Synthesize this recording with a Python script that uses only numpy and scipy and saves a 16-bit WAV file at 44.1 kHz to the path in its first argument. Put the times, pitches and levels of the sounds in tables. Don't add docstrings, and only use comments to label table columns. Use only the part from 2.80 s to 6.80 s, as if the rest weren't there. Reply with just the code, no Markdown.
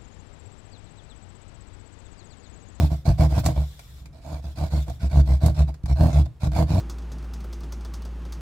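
import sys
import numpy as np
from scipy import signal
from scipy.fft import rfft, irfft
from scipy.io import wavfile
from scipy.ndimage import uniform_filter1d

SR = 44100
rng = np.random.default_rng(int(sys.argv[2]) if len(sys.argv) > 2 else 0)


def master(y):
    cut = np.clip(np.atleast_2d(y).T, -1, 1)
    pcm = np.round(cut * 32767)
    wavfile.write(sys.argv[1], SR, pcm.astype(np.int16))


N = 176400

# start, hardest push and end in seconds,
# relative levels of grit, crunch and panel in dB, tooth catches per second at full force.
STROKES = [(-.05, 0, 0.087, -42, -34.5, -13, 82), (0.096, 0.113, .165, -49, -40.5, -19.5, 78.8),
           (0.246, 0.281, .33, -39, -30.5, -13, 84.7), (0.374, 0.418, .48, -38.5, -27, -13, 77.3),
           (.485, 0.528, 0.56, -46, -38, -18, 72), (0.539, 0.569, 0.62, -37.5, -33, -18.5, 95.3),
           (0.628, 0.671, 0.742, -45.5, -32.5, -19, 80), (0.739, 0.78, .87, -51, -39, -16.5, 72.8),
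           (1.323, 1.347, 1.44, -60.5, -57, -56, 76), (1.412, 1.538, 1.606, -50, -41.5, -28.5, 77),
           (1.618, 1.653, 1.745, -56, -51, -31, 72), (1.751, 1.813, 1.896, -44.5, -37, -20.5, 79.5),
           (1.897, 1.947, 2.028, -44, -38.5, -17, 72), (2.059, 2.087, 2.126, -54, -42, -26.5, 68),
           (2.192, 2.231, 2.29, -45, -43.5, -18, 70), (2.291, 2.394, 2.425, -42.5, -33.5, -9, 73),
           (2.449, 2.514, 2.583, -45, -39.5, -13.5, 67.3), (2.6, 2.648, 2.722, -42, -31.5, -11, 80),
           (2.74, 2.805, 2.84, -41.5, -37.5, -12, 72), (2.868, 2.887, 2.913, -50, -41.5, -28, 66),
           (3.032, 3.056, 3.04, -47.5, -40, -21, 72.5), (3.074, 3.104, 3.143, -45, -39.5, -14, 68.5),
           (3.15, 3.239, 3.324, -41.5, -29, -10.5, 83.3), (3.294, 3.384, 3.435, -41.5, -36, -11, 76),
           (3.449, 3.48, 3.467, -46, -39, -30.5, 77), (3.598, 3.672, 3.68, -41, -35.5, -18, 81.4),
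           (3.712, 3.724, 3.79, -46, -41.5, -22.5, 68), (3.742, 3.791, 3.848, -38, -27, -14.5, 82.4),
           (3.863, 3.941, 4.05, -41.5, -33.5, -15.5, 93)]
# frequency in Hz, left over right in dB.
CUT_BALANCE = [(250, 7.5), (470, -7.5), (740, -3), (2000, -0.5), (4500, -3), (15000, -2.5)]
def sawing(grit_db=-6, crunch_db=-2, panel_db=1):
    drive = np.zeros((3, N))
    for row in STROKES:
        add(drive, row[0], stroke(*row))
    grit_drive, crunch_drive, shake = drive
    cut = amp(grit_db) * grit(grit_drive) + amp(crunch_db) * crunch(crunch_drive)
    balance = sides(read(CUT_BALANCE, np.fft.rfftfreq(N, 1 / SR)))
    return irfft(rfft(cut) * balance, N), amp(panel_db) * shake


def stroke(start, hardest, end, grit_db, crunch_db, panel_db, rate, bite_s=.0036, spread_db=3.5):
    t = start + np.arange(SR // 2) / SR
    progress = np.interp(t, [start, hardest, end], [0, .5, 1])
    force = np.maximum(np.sin(np.pi * progress), 0) ** .9
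    jitter, size = rng.standard_normal((2, 60))
    teeth_passed = np.cumsum(rate * (.85 + .15 * force)) / SR
    at = np.searchsorted(teeth_passed, np.arange(len(size)) + .5 + .08 * jitter)
    catches = np.bincount(at, amp(spread_db * size), len(t) + 1)[:len(t)]
    bite = signal.lfilter([1], [1, -np.exp(-1 / (bite_s * SR))], catches)
    bite /= np.sqrt(np.average(bite ** 2, weights=force) + 1e-12)
    upper = (rate / PANEL_MODES[0][0]) ** 3.6
    shake = panel(catches * force ** 1.93, upper)
    shake /= np.sqrt(uniform_filter1d(shake ** 2, size=1300).max() + 1e-12)
    return np.array([amp(grit_db) * force ** .8 * (.75 + .25 * bite),
                     amp(crunch_db) * force ** 1.52 * (.55 + .45 * bite),
                     amp(panel_db) * shake])


# frequency in Hz, level in dB, seconds to fall by 60 dB.
PANEL_MODES = [(69.93, 15.5, .19), (93, -0.5, .16), (120.4, 4.5, 0.28), (147.46, 2, .24), (243, -15, 0.18),
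               (309.5, -10.5, 0.23)]
def panel(push, upper=1, soft_hz=293):
    t = np.arange(SR // 3) / SR
    shifts = 1 + .05 * rng.uniform(-1.08, 1, len(PANEL_MODES))
    modes = [amp(db) * decay(t, t60) * np.sin(2 * np.pi * hz * shift * t)
             for (hz, db, t60), shift in zip(PANEL_MODES, shifts)]
    soft_push = signal.sosfilt(signal.butter(3, soft_hz, fs=SR, output="sos"), push)
    return signal.fftconvolve(soft_push, modes[0] + upper * sum(modes[1:]))[:len(push)]


# frequency in Hz, level in dB.
CRUNCH_SPECTRUM = [(120, -20.5), (250, 3.5), (320, 5), (390, -21.5), (440, -21), (478, -1), (540, -8),
                   (610, 5), (675, 6), (780, -2), (860, -5.5), (940, -6), (1150, -11), (1350, -24.5),
                   (1520, -18), (1900, -29.5), (3500, -34)]
def crunch(strength, width=.58):
    crumbs = strength * grains(per_s=2600, spread_db=2)
    return colour(crumbs + width * scatter(crumbs, t60=.0044), CRUNCH_SPECTRUM)


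# frequency in Hz, level in dB.
GRIT_SPECTRUM = [(300, -11), (1000, 3.5), (1500, 5), (1850, 3.5), (2350, 7), (3000, 1), (4400, 5.5),
                 (6100, -1.5), (8000, -1), (10500, -6.5), (13000, -8), (16000, -18)]
def grit(strength):
    rasp = strength * mottle(fizz(grains(per_s=3300, spread_db=3.5), t60=.028))
    return blade(colour(rasp, GRIT_SPECTRUM))


# frequency in Hz, before the cut bends it.
BLADE_MODES = [1410, 2270, 3810, 4414, 5030, 5940, 7470]
def blade(rasp, ring_db=4, width_hz=160, jump=.06, glide_per_s=.5):
    t = np.arange(N) / SR
    bends = np.ones((len(BLADE_MODES), N))
    for k, (start, _, end, *_) in enumerate(STROKES):
        begun = t >= start
        travel = (-1) ** k * np.minimum(t[begun] - start, end - start)
        bends[:, begun] = 1 + jump * rng.standard_normal((len(BLADE_MODES), 1)) + glide_per_s * travel
    pole, ring = np.exp(-np.pi * width_hz / SR), 0
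    for hz, bend in zip(BLADE_MODES, bends):
        carrier = np.exp(2j * np.pi * np.cumsum(hz * bend) / SR)
        envelope = signal.lfilter([1 - pole], [1, -pole], rasp / carrier + 1e-18)
        ring += 2 * (carrier * envelope).real
    return rasp + amp(ring_db) * ring


def mottle(rasp, depth_db=3.5):
    spectra = signal.stft(rasp, nperseg=1024, noverlap=768)[2]
    patches = rng.standard_normal(spectra.shape[1:])
    for axis in (0, 1):
        patches = uniform_filter1d(patches, size=4, axis=axis)
    spectra *= amp(depth_db * unit(patches))
    return unit(signal.istft(spectra, nperseg=1024, noverlap=768)[1][:, :N])


# start in seconds, peak level in dB.
KNOCKS = [(0.299, -3.5), (0.395, -4.5), (.649, -12), (2.642, -13), (2.843, -18.5)]
def knocks():
    out = np.zeros(N)
    thump = panel(signal.unit_impulse(SR // 3), upper=1.3)
    for start, db in KNOCKS:
        add(out, start, amp(db) * thump / abs(thump).max())
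    return out


# start in seconds, level in dB, treble tilt in dB per octave,
# left over right in dB.
SNAGS = [(0.58, -34, -6, 4), (0.595, -32, 16, -1), (.642, -36, -1.5, -6), (0.654, -32.5, 4, -2),
         (.661, -21.5, 2, -3.5), (2.098, -41, -1.5, -3), (2.661, -29, 4, -1), (2.79, -38, -1.5, 5),
         (2.942, -46.5, -2, -2), (3.058, -38, -2, 4), (3.647, -37, -3, 6)]
def snags():
    out = np.zeros((2, N))
    for start, db, tilt_db, lean_db in SNAGS:
        add(out, start, amp(db) * sides(lean_db) * crack(t60=.055, tilt_db=tilt_db))
    return out


# frequency in Hz, level in dB.
CRACK_SPECTRUM = [(300, -13), (700, 12.5), (1700, -3), (2300, 0.5), (2900, -6), (4300, 1), (5600, -1),
                  (7500, -1.5), (10000, -7.5), (16000, -14)]
def crack(t60, tilt_db=0):
    t = np.arange(SR // 10) / SR
    return colour(rng.standard_normal((2, len(t))) * decay(t, t60), CRACK_SPECTRUM, tilt_db)


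# start in seconds, level in dB.
TICKS = [(.993, -43), (1.257, -47)]
def ticks(ping_hz=2300, width_hz=160, ping_db=11):
    out = np.zeros((2, N))
    for start, db in TICKS:
        pluck = crack(t60=.06)
        ping = signal.lfilter(*signal.iirpeak(ping_hz, ping_hz / width_hz, fs=SR), pluck)
        add(out, start, amp(db) * (pluck + amp(ping_db) * ping))
    return out


# time in seconds, level in dB.
SLIDE_LEVELS = [(0, -44), (.16, -54), (.22, -64), (.5, -48), (.9, -55), (1.2, -57), (1.25, -68),
                (1.29, -80), (1.47, -63.5), (2.03, -50), (2.18, -59.5), (2.73, -59.5), (2.98, -84),
                (4, -69)]
# frequency in Hz, level in dB.
SLIDE_SPECTRUM = [(300, -6), (1200, 0), (2250, 2), (2800, -2), (3500, 9), (4600, -1), (5550, 2.5),
                  (6400, -4), (7300, 1.5), (8500, -5), (10800, -7), (12500, -1.5), (16000, -9)]
def slide(lean_db=2, turn_dip=.7, turn_s=.02):
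    dust = mottle(fizz(grains(per_s=5300, spread_db=2), t60=.044))
    t = np.arange(N) / SR
    dips = [1 - turn_dip * np.exp(-((t - start) / turn_s) ** 2) for start, *_ in STROKES]
    return np.prod(dips, axis=0) * level(SLIDE_LEVELS) * sides(lean_db) * colour(dust, SLIDE_SPECTRUM)


# time in seconds, level in dB.
TREMBLE_LEVELS = [(.95, -45), (1.23, -41.5), (2.2, -41), (3, -48)]
def tremble():
    return level(TREMBLE_LEVELS) * unit(panel(rng.standard_normal(N)))


# frequency in Hz, relative level in dB.
AIR_SPECTRUM = [(20, -14), (60, 28), (200, 2), (500, -1), (2000, -15), (16000, -33.5)]
def attic_air(db=-50):
    noise = rng.standard_normal(N) + .5 * rng.standard_normal((2, N))
    return amp(db) * unit(colour(noise, AIR_SPECTRUM))


def grains(per_s, spread_db):
    size = amp(spread_db * np.minimum(rng.exponential(1, N), 4))
    return unit(size * rng.choice([-1, 1], N) * (rng.random(N) < per_s / SR))


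def fizz(clicks, t60):
    power = signal.lfilter([1], [1, -decay(2 / SR, t60)], clicks ** 2)
    return unit(np.sqrt(power) * rng.standard_normal((2, N)))


def scatter(x, t60):
    t = np.arange(0, t60, 1 / SR)
    taps = rng.choice([-1., 1.], (SR, 2))[:len(t)].T * decay(t, t60)
    taps /= np.linalg.norm(taps[0])
    return signal.fftconvolve(np.atleast_2d(x), taps, axes=1)[:, :x.shape[-1]]


def colour(x, points, tilt_db=0, size=4096):
    hz = abs(np.fft.fftfreq(size, 1 / SR))
    octaves = np.log2(np.maximum(hz, SR / 20) / SR)
    log_gain = np.log(amp(read(points, hz) + tilt_db * octaves))
    taps = np.fft.ifft(np.exp(np.conj(signal.hilbert(log_gain)))).real[:size // 2]
    return signal.fftconvolve(x, taps[None] / np.linalg.norm(taps), axes=1)[:, :x.shape[1]]


def read(points, hz):
    f, value = np.transpose(points)
    return np.interp(np.log(hz + 1), np.log(f), value)


def level(points):
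    return amp(np.interp(np.arange(N) / SR, *np.transpose(points)))


def add(mix, start, sound):
    at = round(start * SR)
    sound = sound[..., max(-at, 0):]
    part = mix[..., max(at, 0):][..., :sound.shape[-1]]
    part += sound[..., :part.shape[-1]]


def decay(t, t60):
    return np.exp(-np.log(1000) * t / t60)


def sides(db):
    return amp(np.array([[.5], [-.5]]) * db)


def amp(db):
    return 10 ** (np.asarray(db) / 20)


def unit(x):
    return x / np.sqrt(np.mean(x ** 2) + 1e-20)


def scene(near_echo_db=-10, boom_echo_db=-20):
    cut, stroke_boom = sawing()
    near = cut + snags() + ticks() + slide()
    boom = stroke_boom + knocks()
    background = tremble() + attic_air()
    echo = scatter(amp(near_echo_db) * near + amp(boom_echo_db) * boom, t60=.22)
    return near + boom + echo + background


def record(dry, low_cut_hz=50, high_cut_hz=15850):
    thin = signal.sosfilt(signal.butter(2, low_cut_hz, "high", fs=SR, output="sos"), dry)
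    taps = signal.firwin(511, high_cut_hz, window=("kaiser", 9), fs=SR)
    return signal.oaconvolve(thin, taps[None], "same")


dry = scene()
out = record(dry)
master(out)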